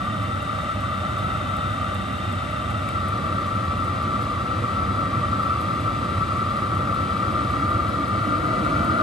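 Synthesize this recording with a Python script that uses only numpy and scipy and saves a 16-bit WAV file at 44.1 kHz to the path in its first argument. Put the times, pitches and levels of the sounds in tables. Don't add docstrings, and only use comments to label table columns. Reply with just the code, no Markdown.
import sys
import numpy as np
from scipy import signal
from scipy.fft import rfft, irfft, next_fast_len
from scipy.io import wavfile
from scipy.ndimage import uniform_filter1d

SR = 44100
rng = np.random.default_rng(int(sys.argv[2]) if len(sys.argv) > 2 else 0)


def pcm_store(signal):
    levels = np.round(np.clip(np.atleast_2d(signal), -1, 1) * 32767)
    wavfile.write(sys.argv[1], SR, levels.astype(np.int16).T)


N = 397782
TIME, SIZE = np.arange(N) / SR, next_fast_len(N)
HZ = np.maximum(np.arange(SIZE // 2 + 1) * SR / SIZE, 1)


def undb(db):
    return 10 ** (np.asarray(db) / 20)


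def over_hz(points_hz, values):
    return np.interp(np.log(HZ), np.log(points_hz), values)


def walk(rate):
    hold = int(SR / rate)
    steps = np.repeat(rng.standard_normal(N // hold + 1), hold)
    steps = uniform_filter1d(uniform_filter1d(steps, hold), hold)[:N]
    return steps / steps.std()


# time_s, spot (0 hose ends, 1 along the hoses, 2 near the heater),
# nearness_db (level rise from coming nearer, before each layer takes its share)
PHONE_PATH = [(0, 0.091, -0.5), (2.7, 0, 0), (3.1, 0.81, 1), (5.0, 0.99, 2), (6.8, 1.03, 2.5),
              (7.2, 1.21, 3), (8.2, 1.52, 2), (8.5, 1.94, 3.5), (9.02, 2.07, 3)]


def phone_path():
    time_s, spot, nearer_db = np.transpose(PHONE_PATH)
    return np.interp(TIME, time_s, spot), np.interp(TIME, time_s, nearer_db)


# level_db, nearness_share (factor), turn_db (step on turning
# towards the heater), lean_db (step on leaning in)
LAYER_LEVELS = [(-28.5, 1.12, -0.1, -0.15), (-31, 0.62, 2, 1.6), (-40, 0.064, -0.57, 1.45)]
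# depth_db (standard deviation), rate_per_s
LAYER_WAVER = [(.5, 6), (.6, 5), (.3, 6)]


def layer_gain(layer):
    level_db, share, turn_db, lean_db = LAYER_LEVELS[layer]
    depth_db, rate_per_s = LAYER_WAVER[layer]
    spot, nearer_db = phone_path()
    turned, leaned = np.clip(spot, 0, 1), np.clip(spot - 1, 0, 1)
    position_db = share * nearer_db + turn_db * turned + lean_db * leaned
    return undb(level_db + position_db + depth_db * walk(rate_per_s))


# frequency_hz, left_lead_rad. The bass reaches the right port first,
# the phase swings across the whine, and at the top it turns through a whole cycle.
PORT_LEAD = [(40, -.08), (110, -.14), (200, -.27), (660, -.85), (900, -.25), (1110, -.25), (1380, -1.8),
             (1700, -2.4), (1950, .7), (7700, .55), (8400, 0), (8800, 0), (9750, -2.8), (10230, -np.pi),
             (10550, -3.5), (11800, -2 * np.pi)]
# frequency_hz, likeness (0-1), left_minus_right_db.
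PORTS_AWAY = [(40, .97, -1.1), (110, .988, -1.8), (200, .96, -1.9), (340, .75, -1), (440, .3, -2.5),
              (680, .7, -.4), (850, .25, 3.2), (1100, .7, -2.1), (1380, .93, 4), (1650, .3, 3),
              (1950, .5, 5.5), (2700, .72, 3.5), (3650, .85, 1.5), (4500, .45, 6.5), (7700, .68, 1.8)]
PORTS_FACING = [(40, .97, -1), (110, .988, -1.5), (200, .975, -1.3), (340, .9, -1.5), (600, .76, -2.8),
                (770, .25, 3.5), (950, .35, -2.1), (1120, .93, .1), (1380, .88, 6), (1750, .22, 4.5),
                (1950, .6, -1.5), (2350, .72, 3.8), (3500, .8, 1.8), (4800, .78, 4.5), (5400, .45, 2.5),
                (7700, .75, 2.1)]
PORTS_TOP = [(8450, .99, 0), (8800, .99, 0), (9750, .98, 0), (10230, .998, 0), (11350, .96, 0),
             (11700, .998, 0)]


def ports(table):
    hz, alike, pan_db = np.transpose(table + PORTS_TOP)
    half = undb(over_hz(hz, pan_db) / 2)
    lead_rad = over_hz(*np.transpose(PORT_LEAD))
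    return np.clip(over_hz(hz, alike), 0, 1), np.array([half, np.exp(-1j * lead_rad) / half])


def turbulence(modes, spots, steep, between=0):
    direct, left, right = (rfft(row, SIZE) for row in rng.standard_normal((3, N)))
    spot, _ = phone_path()
    shapes = np.array([(1 + (2 * (HZ - mode[0]) / mode[1]) ** 2) ** -steep for mode in modes])
    away, facing = ports(PORTS_AWAY), ports(PORTS_FACING)
    out = 0
    for at, only, levels_db in zip(spots, np.eye(len(spots)), np.transpose(modes)[2:]):
        power = between + undb(2 * levels_db) @ shapes
        alike, gains = facing if at else away
        diffuse = np.array([left, right])
        spectrum = gains * (np.sqrt(alike) * direct + np.sqrt(1 - alike) * diffuse)
        heard = irfft(np.sqrt(power) * spectrum, SIZE)[:, :N]
        heard = heard / heard.mean(axis=0).std()
        out = out + np.interp(spot, spots, only) * heard
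    return out


ROAR_SPOTS = (0, 1, 2)
# frequency_hz, width_hz, then level_db at each of ROAR_SPOTS (relative)
ROAR_MODES = [(66.6, 15.6, -5.5, -12, -1.5), (97.3, 31.4, 1, 2.5, -0.5), (117.5, 30, -5.5, -9.5, -3.5),
              (156.7, 32, -8.5, -7.5, -4.5), (197.4, 28.7, -4, -5, -2.5), (224, 26, -9.5, -10.5, -6.5),
              (254, 41, -10, -11, -8.5), (279.2, 16, -8.5, -8.5, -1), (310, 32, -12.5, -14.5, -1),
              (348, 86, -17.5, -14, -11.5), (445, 54, -25, -39, -28), (489, 37, -16.5, -14, -9.5),
              (559, 84, -15.5, -15, -12), (600.3, 30, -8.5, -15, -13.5), (634, 28, -11, -15, -6.5),
              (667, 70, -21, -20.5, -9.5), (725, 33, -14, -16, -17), (784, 61, -17, -21.5, -24),
              (825, 43, -17, -19.5, -19.5), (916, 78, -22, -21.5, -18.5), (1030, 76, -21.5, -21, -17.5)]


def roar():
    return turbulence(ROAR_MODES, ROAR_SPOTS, steep=1.59) * layer_gain(0)


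FINE_SPOTS = (0, 1, 1.4, 2)
# frequency_hz, width_hz, then level_db at each of FINE_SPOTS (relative)
WHINE_MODES = [(1116, 11, -17.5, -14, -15, -17), (1167, 35.5, -5.5, -2, -7.5, -9.5),
               (1199.3, 20.5, -5.5, -4.5, 3.5, 0), (1208.7, 23, -2.5, -5.5, -8, -2.5),
               (1240, 25, -25, -8.5, -7, -4.5), (1261, 11.5, -5.5, -12, -9, -12),
               (1280, 44, -9, -10.5, -9.5, -7), (1303, 18, -9, -9.5, -10, -10), (1320.3, 20, 0, 1, -6, -9),
               (1333, 19, -6, -4.5, -5, -7), (1358.5, 35, -7.5, -9.5, -4, -1),
               (1388, 24, -14, -13, -8, -3.5), (1442, 50, -15, -33, -24, -16),
               (1470, 40, -13, -21.5, -20, -17), (1554, 82, -21, -22.5, -22, -23)]


def whine():
    return turbulence(WHINE_MODES, FINE_SPOTS, steep=1.58) * layer_gain(1)


# frequency_hz, width_hz, then level_db at each of FINE_SPOTS (relative)
HISS_MODES = [(1903, 72, 0, 2.5, 1.5, -1), (1970, 71, 0.5, -3, 0, 3), (2040, 86, -4, -4, -6, -6),
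              (2165, 70, -9, -5, -12, -16), (2245, 85, -6, -6.5, 0, -2), (2352, 69, -10, -2.5, -5.5, -3.5),
              (2465, 77, -7, -8, -11, -13), (2606, 87, -6.5, -6, -6.5, -6), (2754, 115, -1.5, -5, -5, -6),
              (3072, 140, -5.5, -8, -8, -7.5), (3325, 240, -11, -9, -8.5, -11),
              (3525, 92, -12, -7, -10, -13), (3637, 77, 0.5, -10.5, -14, -19),
              (3700, 50, -6, -16, -16, -17), (3870, 204, -10, -8.5, -8, -8.5),
              (4150, 90, -25, -12, -11, -11), (4480, 120, -17, -15, -14, -12),
              (4840, 220, -40, -14.5, -15, -17), (5230, 160, -20, -23, -20, -20),
              (5740, 160, -29, -19.5, -22, -24), (6210, 160, -22, -23, -22, -20),
              (7650, 200, -27, -26, -28, -32), (7860, 150, -19.5, -24, -27, -32),
              (8230, 120, -24, -28, -30, -30)]
# (per Hz, on the scale of HISS_MODES)
AIR_NOISE = [(1000, -27), (1500, -10), (1700, -5.5), (2500, -17.5), (4000, -16.5), (5200, -23.5),
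             (6600, -25), (7800, -24), (8600, -25), (9800, -23), (10700, -21.5), (11200, -23.5),
             (11700, -32), (11950, -50), (12300, -85)]


def hiss():
    air_power = undb(2 * over_hz(*np.transpose(AIR_NOISE)))
    return turbulence(HISS_MODES, FINE_SPOTS, steep=1.61, between=air_power) * layer_gain(2)


def clicks(events, ring, spread, rise_s, table):
    t, out = np.arange(SR // 10) / SR, np.zeros(SIZE + SR)
    chance = rng.standard_normal((len(events), len(ring)))
    for (start_s, level_db), draws in zip(events, chance):
        knock = np.zeros(len(t))
        for (hz, mode_db, t60_s), draw in zip(ring, draws):
            tone = np.sin(2 * np.pi * hz * (1 + spread * draw) * t)
            knock += undb(mode_db) * tone * np.exp(-np.log(1000) * t / t60_s)
        knock = knock * (1 - np.exp(-(t / rise_s) ** 2))
        first = int(start_s * SR)
        out[first:first + len(t)] += undb(level_db) * knock / abs(knock).max()
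    _, gains = ports(table)
    return irfft(gains * rfft(out[:SIZE]), SIZE)[:, :N]


PUMP_PERIOD_S, PUMP_RETURN_S = .3796, .185
# first_s, last_s,
# stroke_db, return_db (mean peak levels before the ports)
PUMP_RUNS = [(.045, 4.6, -39.5, -48), (5.425, 9.0, -42.5, -43)]
# pitch_hz (mean), level_db (relative), t60_s
PUMP_RING = [(7650, -0.5, .06), (8300, 0, 0.047), (9340, -4, .05), (9700, 0, .05), (10000, 3, .05),
             (10600, 4, .06), (11050, -2, .06), (11260, -2, .06), (11550, -4, .05)]


def pump():
    ticks = []
    for first_s, last_s, *levels_db in PUMP_RUNS:
        for stroke_s in np.arange(first_s, last_s, PUMP_PERIOD_S):
            for lag_s, level_db in zip((0, PUMP_RETURN_S), levels_db):
                if stroke_s + lag_s < last_s:
                    ticks.append((stroke_s + lag_s, level_db))
    scatter_db = 1.5 * rng.standard_normal(len(ticks))
    ticks = [(start_s, level_db + extra) for (start_s, level_db), extra in zip(ticks, scatter_db)]
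    return clicks(ticks, PUMP_RING, spread=0.0146, rise_s=.0015, table=PORTS_FACING)


TRIGGER_S, TRIGGER_DB = 2.8884, -25
# pitch_hz, level_db (relative), t60_s
TRIGGER_RING = [(2300, 0, .022), (2640, -10, .012), (4900, -14, .01), (7300, -16, .01), (8300, -15, .008),
                (8950, -9, .016), (9420, -10, .014), (9750, -13, .01), (10400, -12, .008),
                (11300, -13, .008), (11950, -12, .008), (12500, -18, .008)]


def trigger():
    return clicks([(TRIGGER_S, TRIGGER_DB)], TRIGGER_RING, spread=0, rise_s=0.00043, table=PORTS_AWAY)


def scene():
    return roar() + whine() + hiss() + pump() + trigger()


def record(dry):
    dry = signal.sosfilt(signal.butter(4, 48., "high", fs=SR, output="sos"), dry)
    return signal.sosfilt(signal.ellip(8, .2, 70, 13100, fs=SR, output="sos"), dry)


dry = scene()
out = record(dry)
pcm_store(out)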